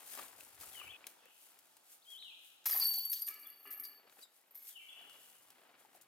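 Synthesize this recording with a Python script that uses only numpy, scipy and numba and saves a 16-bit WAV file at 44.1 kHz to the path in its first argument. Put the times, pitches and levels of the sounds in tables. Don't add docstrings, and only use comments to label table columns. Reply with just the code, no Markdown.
import sys
import numpy as np
from scipy import signal
from scipy.fft import rfft, irfft, next_fast_len
from scipy.io import wavfile
from scipy.ndimage import uniform_filter1d, map_coordinates
from numba import njit

SR = 44100
rng = np.random.default_rng(int(sys.argv[2]) if len(sys.argv) > 2 else 0)


def voltage_ratio(level):
    return 10 ** (np.asarray(level, float) / 20)


def wav_record(signal):
    frames = np.transpose(np.atleast_2d(signal))
    bounded = np.clip(frames, -1, 1)
    quanta = np.round(bounded * 32767).astype(np.int16)
    wavfile.write(sys.argv[1], SR, quanta)


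N = 267687

SCENE_CHANGE_S, IMPACT_S = 0.97, 2.656

# pitch_hz, level_db
AIR = [(15, -60), (25, -25), (60, -16), (190, -9), (293, -2.5), (476, -3), (887, 3), (988, -3.5), (1290, 0),
       (2000, -7), (3080, -4), (5280, -7), (12900, -10), (16000, -13)]
AIR_DB = -69.5
# time_s, level_db
DUCK = [
    (2.78, 0.5),
    (2.86, -17),
    (3.2, -6),
    (3.35, -6),
]
# peak_s, level_db, fall_20db_s
GUSTS = [
    (.04, -90, .3),
    (.24, -81, 0.15),
    (.38, -78, 0.2),
    (.545, -82, 0.1),
    (.61, -71, 0.09),
    (.68, -70, 0.05),
    (.76, -78, 0.22),
    (.86, -67.5, 0.09),
]
GUST_RISE_SHARE = 0.43
# peak_s, level_db, rise_20db_s, fall_20db_s
TRAFFIC = [
    (4.08, -86, .1, .2),
    (5.05, -85, .15, .6),
    (5.45, -86, .4, .4),
    (5.9, -85, .5, .8),
]
# pitch_hz, level_db
WIND = [(22, -17), (50, 1.5), (110, 7.0), (220, -14)]
ENGINE = [(60, -12), (110, -3), (280, 0), (420, -12)]

# time_s, pitch_hz, level_db
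FALL = [
    (.718, 3600, -74),
    (.725, 3700, -69),
    (.74, 3250, -70),
    (.764, 2960, -56),
    (.8, 2900, -59.5),
    (.813, 2530, -56),
    (.832, 2290, -61),
    (.85, 2150, -68),
]
# time_s, pitch_hz, level_db
TURN = [
    (.855, 2160, -68),
    (.873, 2424, -58.5),
    (.886, 2680, -68),
    (.894, 3000, -56),
    (.913, 3550, -56),
    (.924, 3000, -61),
    (.94, 2450, -59),
    (.955, 2550, -62),
    (.975, 3000, -63),
]
# time_s, pitch_hz, level_db
UPBEAT = [
    (2.02, 3380, -72),
    (2.037, 4850, -78.5),
    (2.056, 3100, -67),
]
# time_s, pitch_hz, level_db
ANSWER = [
    (2.058, 3080, -70),
    (2.09, 3278, -56.5),
    (2.124, 3310, -53.5),
    (2.154, 3040, -57),
    (2.168, 3244, -56),
    (2.2, 4124, -60),
    (2.25, 3040, -57.5),
    (2.31, 2520, -67.5),
    (2.325, 2520, -75.5),
]
# time_s, echo_db
TURNING = [
    (2.1, -7),
    (2.17, -4),
    (2.2, 3),
    (2.32, 4),
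    (2.4, 0),
]
# time_s, pitch_hz, level_db
FAR = [
    (1.18, 3640, -73.5),
    (1.245, 2505, -71),
    (1.285, 3000, -72),
    (1.305, 3300, -77),
    (1.33, 2900, -80),
]
# time_s, pitch_hz, level_db
CHIP = [
    (3.452, 3480, -72),
    (3.462, 3450, -60),
    (3.476, 3430, -72),
]
# time_s, pitch_hz, level_db
LAST = [
    (4.7, 3560, -70),
    (4.735, 3240, -71),
    (4.772, 2900, -57),
    (4.822, 2143, -70),
    (4.86, 2500, -70),
    (4.897, 3590, -55),
    (4.907, 3100, -60),
    (4.93, 2456, -70),
    (4.975, 3003, -58),
    (5.06, 2850, -69),
]
HIDDEN_DB = -4.5
STIR_S, STIR_RATE_HZ = .00006, 150

# pitch_hz, level_db
SWISH = [(880, -38), (1500, -7.5), (1830, -9.5), (1980, -6.5), (5660, -5), (7540, -1.5), (10500, 1),
         (14900, 0), (16000, -10.5)]
CRUNCH = [(88, -32), (150, -19), (243, -9), (759, -3.5), (1040, -6), (1410, -5.5), (2880, -9.5),
          (4000, -15.5), (5200, -19.5), (8800, -120)]
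# peak_s, level_db, rise_20db_s, fall_20db_s
SWEEPS = [(0.0, -59, .05, 0.077), (.075, -56, .015, .1), (.14, -50.5, 0.15, 0.2), (.215, -55, .08, .1),
          (.41, -61, 0.17, 0.33), (.612, -53, .02, .15), (.76, -56, 0.26, 0.22), (1.09, -64, 0.032, 0.13),
          (1.43, -64.5, 0.25, 0.32), (1.68, -74, 0.27, 0.39), (1.93, -60, 0.1, 0.084),
          (2.115, -60.5, 0.091, 0.13), (2.25, -70.5, .1, .2), (2.48, -66, 0.25, 0.16),
          (4.128, -68, 0.045, .04), (4.23, -60.5, 0.12, 0.034), (4.37, -70.5, 0.14, 0.13),
          (4.695, -54, 0.096, 0.08), (4.85, -68.5, 0.36, 0.49), (5.24, -64.5, 0.53, 0.63),
          (5.8, -68.5, .04, 0.17), (5.965, -66, 0.074, .04), (6.016, -64.5, .01, 0.047)]
# peak_s, level_db, fall_20db_s
TREADS = [(0.0, -59.5, .2), (.19, -54.5, 0.27), (.42, -65.5, .5), (.64, -62, 0.14), (.81, -58, 0.38),
          (1.06, -62.5, 0.19), (1.25, -67, 0.13), (1.53, -72, .5), (3.45, -72, .6), (3.75, -70, .5),
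          (4.07, -67.5, 0.43), (4.19, -66.5, 0.1), (4.36, -78, .45), (4.56, -71.5, .45),
          (5.05, -63.5, 0.45), (5.3, -70.5, 0.96), (5.6, -68.5, 0.6), (5.75, -66, 0.5), (5.97, -69, .3)]
TREAD_RISE_SHARE = 0.75
NEAR_LEFT_DB = 2
# start_s, peak_db, pitch_hz
TAPS = [(.176, -41, 1140), (.194, -34, 1165), (.24, -43.5, 1100), (.282, -61, 563), (.407, -41, 2630),
        (.633, -43, 1290), (.752, -40.5, 2080), (.815, -37, 1190), (1.042, -36, 2460), (1.166, -56.5, 940),
        (1.186, -56, 953), (1.256, -54, 524), (1.257, -50, 1900), (1.767, -58, 905), (2.225, -46.5, 2480),
        (3.654, -47.5, 1160), (3.981, -61.5, 394), (4.05, -57.5, 466), (4.097, -49, 3850),
        (4.098, -55, 2500), (4.169, -54.5, 780), (4.254, -58, 1290), (5.041, -46, 2600), (5.096, -50, 1510),
        (5.153, -55, 910), (5.849, -48.5, 841), (5.949, -50, 730)]
# start_s, peak_db
SNAPS = [(.064, -48), (.176, -50), (.282, -45), (.408, -44), (.547, -59), (.601, -43), (.633, -43),
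         (.691, -50), (0.753, -52), (1.068, -32.5), (1.364, -56), (1.589, -48), (1.768, -49.5),
         (2.642, -52), (4.097, -58), (4.68, -54), (4.6937, -51), (4.701, -53), (4.929, -58), (5.131, -52),
         (5.096, -49.5), (5.153, -58), (5.504, -49), (5.8, -65.5), (5.949, -54), (6.012, -50.5)]
TWIG_HZ, TWIG_BODY_DB = 1500, -26
# time_s, pitch_hz, level_db
SQUEAK = [
    (4.226, 4000, -64),
    (4.238, 3930, -54),
    (4.246, 3700, -64.5),
    (4.258, 3620, -73),
    (4.295, 3630, -82),
]
# start_s, peak_db
TICKS = [(.064, -46), (.093, -42), (.153, -38), (.176, -42), (.184, -44), (.196, -42), (.216, -40),
         (.282, -46), (.407, -44), (.547, -46), (.602, -43), (.611, -43), (.691, -42), (1.256, -47),
         (5.504, -50), (2.6565, -32), (2.661, -30), (2.738, -30), (2.7775, -31), (2.8005, -29),
         (3.285, -34)]
TICK_S = .0007

# pitch_hz, level_db, t60_s
TRAY = [(277.5, -13.5, 0.88), (391, -12.5, 0.68), (813, -11.5, 0.34), (1190, -1, 0.27), (1290, -8, 1),
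        (1723, -3.5, 0.84), (2024, -5, 0.44), (2300, -5, 0.95), (2550, -20, 0.28), (2520, -6.5, 0.37),
        (2800, -8.5, 0.72), (2884, 1, 0.14)]
# start_s, level_db, tilt_db_per_octave about 2 kHz
TRAY_BLOWS = [
    (3.277, -64.5, 1.5),
    (3.652, -64.5, -.5),
]
# pitch_hz, level_db, t60_s
SPOKES = [(275, -1, 1.1), (398, -6, 1.2), (1195, -4, 1.), (1297, -6, .8), (1723, -1, 1.3), (2295, 0, 1.4),
          (2745, -5, .9), (2842, -3, .8)]
SPOKES_DB = -6
# start_s, peak_db, pitch_hz
THUDS = [
    (3.279, -54, 695),
    (3.652, -51, 850),
    (3.776, -53, 800),
    (3.78, -61, 240),
]
# start_s, peak_db, pitch_hz
PINGS = [
    (4.553, -70, 2150),
    (4.59, -70, 2220),
    (4.62, -72, 2170),
    (4.65, -73, 2200),
    (5.73, -69, 2280),
]

# pitch_hz, level_db, t60_s
RIM = [(2834, -6.5, 0.33), (2996, -2.5, 0.13), (3160, -4.5, 0.17), (3381, -8, 0.17), (6830, -6, .1)]
# start_s, level_db
RIM_BLOWS = [
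    (2.806, -56),
    (2.88, -59),
    (2.935, -56),
    (2.981, -59),
    (3.025, -58),
    (3.138, -58),
]
# start_s, peak_db, pitch_hz
CLANKS = [(2.7083, -44, 5300), (2.7203, -37, 4710), (2.8, -42, 4740), (2.8074, -33, 4700),
          (2.845, -44, 5080), (3.1264, -41, 5190), (3.14, -49, 6200), (3.2196, -41.5, 4720),
          (3.243, -47, 4710), (3.262, -50, 4770), (3.43, -58, 4700), (3.4995, -57, 4620),
          (3.528, -61, 4740), (3.664, -63, 4600), (3.838, -49, 4660), (3.8487, -43.5, 4710),
          (4.213, -59, 4700), (4.224, -57, 4720), (4.244, -62, 4800)]
# pitch_hz, level_db, t60_s
HOOP = [(4497, -.5, 1.2), (4530, 0, .6), (4730, -8, .15), (5250, -6, .04), (12480, -9, 1.1),
        (12517, -8, .9)]
# start_s, level_db, touched_s (before the start: damped throughout), ring_left_db
HOOP_BLOWS = [
    (2.7207, -49, 2.55, -5),
    (2.813, -31, 3.122, -14),
    (3.127, -51.5, 3.2, -5),
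    (3.2194, -53, 3.13, -3),
    (3.284, -57.5, 3.04, -4),
    (3.4997, -64, 2.9, -7),
    (3.668, -70, 3.1, -2),
    (3.848, -59, 4, -6),
    (4.551, -76, 4.57, -8),
]
FED_SHARE, FED_S = 0.43, .04
SHAKE_FROM_S, SHAKE_DB = 3.13, 3.5
HOOP_ECHO_DB = -10

# start_s, peak_db, pitch_hz
KNOCK = [(2.658, -37, 1714), (2.682, -35, 2340), (2.702, -40, 1305), (2.731, -31, 1800),
         (2.748, -35.5, 768), (2.768, -38, 1090), (2.77, -42, 2500), (2.786, -38, 1780),
         (2.787, -40.5, 800), (2.806, -46, 743), (2.832, -46, 2320), (2.859, -43, 1650), (2.948, -49, 727),
         (2.978, -44, 744)]
# pitch_hz, level_db
DISC = [(150, -69), (250, -40), (384, -13), (479, -14.5), (761, -5), (1340, -4.5), (1490, -20),
        (1780, -4.5), (4000, -18), (5200, -43), (8800, -120)]
# peak_s, level_db, fall_20db_s
SCRAPE = [
    (2.657, -49.5, 0.4759),
    (2.733, -46.5, 0.1739),
    (2.979, -61, 0.09),
]
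# peak_s, level_db, fall_20db_s
SLAPS = [
    (2.657, -43.5, 0.13),
    (2.712, -59, 0.11),
    (2.822, -52.5, 0.1437),
    (2.93, -59, 0.3),
    (3.127, -52.5, 0.1438),
    (3.275, -59, 0.11),
    (3.85, -58.5, 0.02),
    (4.553, -70, 0.14),
]
SCRAPE_RISE_S, SLAP_RISE_S = 0.002, 0.0015
CLINK_RATE_HZ, CLINK_LOW_HZ, CLINK_HIGH_HZ, CLINK_T60_S = 2500, 3300, 11000, .016
CLINK_DB = -2

# start_s, peak_db, pitch_hz, t60_s
SOLO = [(2.6565, -35, 11900, .05), (2.7225, -30, 11900, .06), (2.7715, -29, 11800, .04),
        (2.811, -30, 11900, .05), (2.842, -32, 11850, .05), (2.854, -32, 11900, .06),
        (2.892, -31, 12700, .06), (2.958, -31, 11930, .06), (2.982, -33, 15200, .12),
        (3.046, -41, 11800, .03), (3.051, -30, 11790, .06), (3.082, -42, 11800, .15),
        (3.098, -37, 9600, .05), (3.128, -33, 12700, .06), (3.137, -33, 11900, .05),
        (3.219, -36, 11850, .12), (3.285, -35, 11900, .04), (3.277, -55, 1800, .04), (3.28, -57, 2850, .06),
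        (3.797, -48, 12790, .4), (3.8, -52, 11700, .3), (3.835, -50, 12925, .35)]
# pitch_hz, level_db, t60_s, spread between links (0-1)
LINK = [(9600, -9, .05, .014), (11880, 0, .11, .011), (12750, -4, .13, .013), (13650, -12, .06, .012),
        (15150, -9, .05, .011)]
# start_s, peak_db
CLASH = [(2.659, -27.5), (2.7083, -30), (2.74, -29), (2.7746, -31), (2.797, -28), (2.8548, -35),
         (2.892, -33), (2.9382, -32), (2.959, -35), (2.9817, -34), (3.051, -35), (3.0973, -33),
         (3.116, -28.5), (3.218, -34), (3.266, -35.5), (3.284, -34), (3.3394, -48), (3.393, -46),
         (3.467, -43), (3.5003, -45), (3.559, -55), (3.6283, -55), (3.672, -46), (3.7052, -38.5),
         (3.725, -41.5), (3.7737, -45), (3.7967, -38.5), (3.8337, -42.5), (4.47, -69), (4.5084, -55.5),
         (4.546, -52), (4.5517, -43.5), (4.5717, -47.5), (4.6181, -55), (4.6258, -52), (4.6774, -46)]
# peak_s, ring_level_db, fall_20db_s
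SWINGS = [(2.66, -36.5, 0.1948), (2.712, -32.5, 0.26), (2.755, -33, .2), (2.822, -31.5, 0.1356),
          (2.9, -41, 0.19), (2.96, -44, 0.07), (3.051, -45, 0.02), (3.122, -37, 0.09), (3.19, -43, 0.13),
          (3.28, -43.5, .005), (3.4, -52.5, 0.2), (3.58, -58.5, 0.1), (3.64, -54, 0.06),
          (3.712, -43.5, 0.07), (3.797, -48, 0.03), (3.84, -49, 0.14), (4.126, -67, 0.24),
          (4.575, -53, 0.03), (4.62, -57, 0.04), (4.65, -51, 0.03)]
SWING_RISE_S, CONTACT_DB = 0.0067, -24
MUTED = 0.76
# pitch_hz, level_db
CONTACT = [(1500, -6), (2500, -7.5), (5000, 2.5), (8000, -1.0), (12000, 4.5), (15800, 1.5)]

LOW_CUT_HZ, TOP_HZ = 280, 15950


def bands(x, points):
    hz, db = np.transpose(points)
    size = next_fast_len(N)
    f = np.maximum(np.arange(size // 2 + 1) * SR / size, 1)
    gain = voltage_ratio(np.interp(np.log(f), np.log(hz), db, left=-80, right=-80))
    y = irfft(rfft(x, size) * gain, size)[..., :N]
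    return y / np.sqrt(np.mean(y ** 2))


def cut(x, hz, kind, order=2):
    return signal.sosfilt(signal.butter(order, hz, kind, fs=SR, output="sos"), x)


def walk(rate):
    k = int(SR / rate)
    steps = np.repeat(rng.standard_normal(N // k + 1), k)
    steps = uniform_filter1d(uniform_filter1d(steps, k), k)[:N]
    return steps / np.std(steps)


def add(out, s, x):
    i = int(s * SR)
    out[i:i + len(x)] += x[:N - i]


def swell(rows, rise_s=0., rise_share=0.):
    t, power = np.arange(0, N, 32) / SR, 1e-14
    for s, db, *rise, fall in rows:
        up = rise[0] if rise else rise_s + rise_share * fall
        power = power + voltage_ratio(db - 20 * np.maximum((s - t) / up, (t - s) / fall)) ** 2
    return np.interp(np.arange(N) / SR, t, 10 * np.log10(power))


def bursts(rate, scatter_db, hold_s):
    kicks = (rng.random(N) < rate / SR) * voltage_ratio(scatter_db * np.clip(rng.standard_normal(N), -2, 2))
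    fading = signal.lfilter([1], [1, -np.exp(-1 / (hold_s * SR))], kicks)
    return fading / np.sqrt(np.mean(fading ** 2))


def pan(x, left_db, lag=0):
    size = next_fast_len(N)
    f = np.arange(size // 2 + 1) * SR / size
    advance = np.exp(2j * np.pi * f * lag / SR / (1 + (f / 3000) ** 2))
    early = irfft(rfft(x, size) * advance, size)[:N]
    return np.array([early * voltage_ratio(left_db / 2), x * voltage_ratio(-left_db / 2)])


def wide(points, same, envelope=1, lag=4):
    mid, side = bands(envelope * rng.standard_normal((2, N)), points)
    same = np.clip(same, 0, 1)
    shared = np.sqrt((1 + same) / 2) * pan(mid, 0, lag)
    return shared + np.sqrt((1 - same) / 2) * side * np.array([[1], [-1]])


def trees(x, t60, gap_s):
    t = np.arange(SR * 3 // 2) / SR
    fade = np.exp(-np.log(1000) * t / t60) * np.clip(t / gap_s, 0, 1)
    tail = rng.standard_normal((2, len(t))) * fade
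    return signal.fftconvolve(x[None], tail / np.sqrt(np.sum(tail[0] ** 2)), axes=1)[:, :N]


def stirred(x):
    return map_coordinates(x, [np.arange(N) + STIR_S * SR * walk(STIR_RATE_HZ)], mode="nearest")


@njit
def strikes(start, hz, decay, size, rise, length):
    out = np.zeros(length)
    for k in range(len(start)):
        pole = np.exp(2j * np.pi * hz[k] - decay[k])
        z, missing = size[k] + 0j, 1.
        for i in range(start[k], min(length, start[k] + int(6 / decay[k]))):
            out[i] += z.imag * (1 - missing)
            z *= pole
            missing *= rise
    return out


def struck(start, db, hz, t60, rise_s):
    start = np.broadcast_to(start[:, None], db.shape).ravel().astype(int)
    decay = np.log(1000) / (t60.ravel() * SR)
    return strikes(start, hz.ravel() / SR, decay, voltage_ratio(db).ravel(), np.exp(-1 / (rise_s * SR)), N)


def knocks(rows, cycles, extra_db):
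    out, t = np.zeros(N), np.arange(SR // 8) / SR
    for s, db, hz, *treble in rows:
        noise = rng.standard_normal((2, len(t)))
        rough = 1 + .5 * uniform_filter1d(noise[0], size=12)
        body = np.sin(2 * np.pi * hz * t) * rough * np.exp(-t * hz / cycles)
        add(out, s, voltage_ratio(db + extra_db) * body * np.clip(t * hz, 0, 1))
        for crack_db in treble:
            add(out, s, voltage_ratio(crack_db - 6) * cut(noise[1], 2300, "high") * np.exp(-t / 0.0044))
    return out


def whistle(rows, second_db=-60, flutter_db=3.0, waver_hz=15.):
    s, hz, db = np.transpose(rows)
    out, t = np.zeros(N), np.arange(s[0] - .01, s[-1] + .01, 1 / SR)
    flutter, waver = walk(120.)[:len(t)], walk(250.)[:len(t)]
    pitch_hz = uniform_filter1d(np.interp(t, s, hz), size=200) + waver_hz * waver
    phase = 2 * np.pi * np.cumsum(pitch_hz) / SR
    level_db = np.interp(t, s, db, left=-140, right=-140) + flutter_db * flutter
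    level = uniform_filter1d(voltage_ratio(level_db), size=120) * np.sqrt(2)
    add(out, t[0], level * (np.sin(phase) + voltage_ratio(second_db) * np.sin(2 * phase)))
    return out


def air():
    breath_db = .8 * walk(1.5) + .8 * walk(12)
    duck_db = np.interp(np.arange(N) / SR, *np.transpose(DUCK))
    leaves = voltage_ratio(AIR_DB + breath_db + duck_db) * wide(AIR, 0.21)
    gust_db = swell(GUSTS, rise_share=GUST_RISE_SHARE) + 0.79 * walk(22.0)
    thuds = wide(WIND, 0.86) * voltage_ratio(gust_db)
    engines = voltage_ratio(swell(TRAFFIC) + 1.5 * walk(10.)) * wide(ENGINE, .8)
    return leaves + thuds + engines


def birds():
    first = whistle(FALL, flutter_db=3.5, waver_hz=45.) + whistle(TURN, flutter_db=3.5, waver_hz=45.)
    last = whistle(LAST, flutter_db=4., waver_hz=60.)
    middle = whistle(UPBEAT) + whistle(ANSWER, flutter_db=2., waver_hz=30.)
    far = whistle(FAR, waver_hz=60.)
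    chip = whistle(CHIP, flutter_db=2., waver_hz=50.)
    t = np.arange(N) / SR
    before = np.clip((SCENE_CHANGE_S - t) / 0.0038, 0, 1)
    turning = voltage_ratio(np.interp(t, *np.transpose(TURNING)))
    haze = trees(stirred(middle * turning + far + last + voltage_ratio(-6.) * chip), t60=1.15, gap_s=0.01)
    first_echo = before * voltage_ratio(-2.5) * trees(stirred(first), t60=1.0, gap_s=0.0057)
    wet = first_echo + np.array([stirred(port) for port in haze])
    dry = first * before + middle + voltage_ratio(HIDDEN_DB) * (far + last) + chip
    return pan(dry, 6.3, lag=4.8) + voltage_ratio(2.5) * wet * voltage_ratio(np.array([[1.5], [-1.5]]))


def grass():
    swish_db, crunch_db = swell(SWEEPS), swell(TREADS, rise_share=TREAD_RISE_SHARE)
    swish = voltage_ratio(swish_db + 3.0) * wide(SWISH, 0.16, 0.94 + 0.58 * bursts(600, 3.6, 0.0013))
    crunch = voltage_ratio(crunch_db - 0.78) * wide(CRUNCH, 0.66, 0.88 + 0.64 * bursts(200, 5.3, 0.0026))
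    left_db = 1.2 + NEAR_LEFT_DB / 2 * (np.arange(N) < SCENE_CHANGE_S * SR)
    return (swish + crunch) * voltage_ratio(np.array([left_db, -left_db]))


def footfalls():
    twigs = [(s, db + TWIG_BODY_DB, TWIG_HZ, db) for s, db in SNAPS]
    squeak = whistle(SQUEAK, second_db=-6, flutter_db=3.5, waver_hz=60.3)
    return knocks(TAPS + twigs, cycles=3.3, extra_db=-3.5) + squeak


def ticks():
    out, t = np.zeros(N), np.arange(SR // 100) / SR
    for s, db in TICKS:
        crack = cut(rng.standard_normal(len(t)), 2500, "high")
        add(out, s, voltage_ratio(db - 3) * crack * np.exp(-t / TICK_S))
    return out


def tray(count=70):
    s, db, tilt_db = np.repeat(np.transpose(TRAY_BLOWS), count, axis=1)
    later_s = np.tile(np.linspace(0, 1, count) ** 1.6, len(TRAY_BLOWS)) * .33
    off, mix = rng.standard_normal((len(s), 2, len(TRAY))).transpose(1, 0, 2)
    hz, mode_db, t60 = np.transpose(TRAY)
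    bright_db = tilt_db[:, None] * np.log2(hz / 2000)
    db = (db - 34 * later_s)[:, None] + mode_db - 3 + 5 * mix + bright_db
    return struck((s + later_s) * SR, db, hz * (1 + .018 * off), 0.22 * t60 + 0 * off, rise_s=0.00077)


def spokes():
    s, db, tilt_db = np.transpose(TRAY_BLOWS)
    hz, mode_db, t60 = np.transpose(SPOKES)
    db = db[:, None] + SPOKES_DB + mode_db + tilt_db[:, None] * np.log2(hz / 2000)
    return struck(s * SR, db, hz + 0 * db, t60 + 0 * db, rise_s=.01) * voltage_ratio(3. * walk(30.))


def loose_wire():
    return knocks(PINGS, cycles=35.0, extra_db=1.0)


def rim(count=3):
    s, db = np.repeat(np.transpose(RIM_BLOWS), count, axis=1)
    late, off, mix = rng.standard_normal((len(s), 3, len(RIM))).transpose(1, 0, 2)
    hz, mode_db, t60 = np.transpose(RIM)
    start_s = s + .008 * np.abs(late[:, 0])
    db = db[:, None] - 7 + mode_db + 4 * mix
    return struck(start_s * SR, db, hz * (1 + .012 * off), t60 + 0 * off, rise_s=0.0012)


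def hooks(count=4):
    s, db, hz = np.repeat(np.transpose(CLANKS), count, axis=1)
    late, off, mix = rng.standard_normal((len(s), 3)).T
    start_s = s + .002 * np.abs(late)
    hz = (hz * (1 + .014 * off))[:, None]
    return struck(start_s * SR, (db - 6 + 2 * mix)[:, None], hz, 0.062 + 0 * hz, rise_s=0.00036)


def hoop():
    out, t = np.zeros(N), np.arange(SR) / SR
    shape = np.zeros(SR)
    for k, (hz, db, t60) in enumerate(HOOP):
        shape += (-1) ** k * voltage_ratio(db) * np.sin(2 * np.pi * hz * t) * 1000 ** (-t / t60)
    rise = (1 - np.exp(-t / 0.00043)) * (1 - FED_SHARE * np.exp(-t / FED_S))
    for s, db, touch_s, left_db in HOOP_BLOWS:
        mute = voltage_ratio(left_db * np.clip((t + s - touch_s) / 0.0047, 0, 1))
        add(out, s, voltage_ratio(db) * mute * shape * rise)
    return out * voltage_ratio(SHAKE_DB * walk(70.) * (np.arange(N) > SHAKE_FROM_S * SR))


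def disc_knocks():
    return knocks(KNOCK + THUDS, cycles=4.1, extra_db=-6.0)


def scrape():
    chatter = bursts(390, 6.5, 0.0039) * rng.standard_normal(N)
    return voltage_ratio(swell(SCRAPE, rise_s=SCRAPE_RISE_S) - 4.0) * bands(chatter, DISC)


def clinks():
    start = np.flatnonzero(rng.random(N) < CLINK_RATE_HZ / SR)
    place, size = rng.random((len(start), 2)).T
    db = swell(SLAPS, rise_s=SLAP_RISE_S)[start] + CLINK_DB - 3 * np.log(1 - .95 * size) - 5
    hz = CLINK_LOW_HZ * (CLINK_HIGH_HZ / CLINK_LOW_HZ) ** place
    heard = db > -90
    hz = hz[heard, None]
    return struck(start[heard], db[heard, None], hz, CLINK_T60_S + 0 * hz, rise_s=0.00024)


def solos():
    s, db, hz, t60 = np.transpose(SOLO)
    return struck(s * SR, db[:, None], hz[:, None], t60[:, None], rise_s=.0004)


def contacts(level_db):
    hard_s, hard_db = np.transpose(CLASH)
    hard = np.zeros(N)
    hard[(hard_s * SR).astype(int)] = voltage_ratio(hard_db - 20.5)
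    hard = signal.lfilter([1], [1, -np.exp(-1 / (0.0037 * SR))], hard)
    slap = voltage_ratio(swell(SLAPS, rise_s=SLAP_RISE_S) + 6)
    soft = bursts(600, 4, 0.003) * np.hypot(voltage_ratio(level_db + CONTACT_DB + 7.5), slap)
    return (soft + hard) * bands(rng.standard_normal(N), CONTACT)


def chains(count=6):
    still = np.arange(N) < IMPACT_S * SR
    level_db = np.where(still, -140, swell(SWINGS, rise_s=SWING_RISE_S))
    small = np.flatnonzero(rng.random(N) < 320 / SR)
    hard_s, hard_db = np.transpose(CLASH)
    run_s = np.repeat(hard_s, count) + .002 * rng.exponential(size=count * len(CLASH))
    start = np.r_[small, run_s * SR]
    db = np.r_[level_db[small] - 9, np.repeat(hard_db - 13, count)]
    off, mix, life = rng.standard_normal((len(start), 3, len(LINK))).transpose(1, 0, 2)
    hz, mode_db, t60, spread = np.transpose(LINK)
    mix_db = mode_db + 7 * np.clip(mix, -2, 2)
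    mix_db = mix_db + 6.5 - 10 * np.log10(np.sum(voltage_ratio(mix_db) ** 2, axis=1, keepdims=True))
    uneven_life = np.exp(.45 * life)
    uneven_life[len(small):] *= MUTED
    heard = db > -95
    link_db = (db[:, None] + mix_db)[heard]
    link_hz = (hz * (1 + spread * off))[heard]
    rings = struck(start[heard], link_db, link_hz, (t60 * uneven_life)[heard], rise_s=0.00028)
    return rings + contacts(level_db)


def scene():
    basket = tray() + spokes() + loose_wire() + rim() + hooks()
    disc = disc_knocks() + scrape() + clinks()
    steel = chains() + solos() + ticks() + disc + basket
    ringing, small = hoop(), footfalls()
    echo = voltage_ratio(-10.5) * trees(steel + voltage_ratio(HOOP_ECHO_DB) * ringing + small, t60=0.36, gap_s=0.0051)
    direct = pan(steel, 2.2) + pan(ringing, 2.8, lag=4.2) + pan(small, 6.4, lag=4.4)
    near = cut(direct + echo, LOW_CUT_HZ, "high", order=4)
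    return near + birds() + grass() + air()


def band_limit(x):
    return signal.sosfilt(signal.butter(12, 16200, fs=SR, output="sos"), x)


def record(dry):
    steep = signal.ellip(8, .2, 45, TOP_HZ, fs=SR, output="sos")
    mix = signal.sosfilt(steep, dry)
    return band_limit(mix)


dry = scene()
out = record(dry)
wav_record(out)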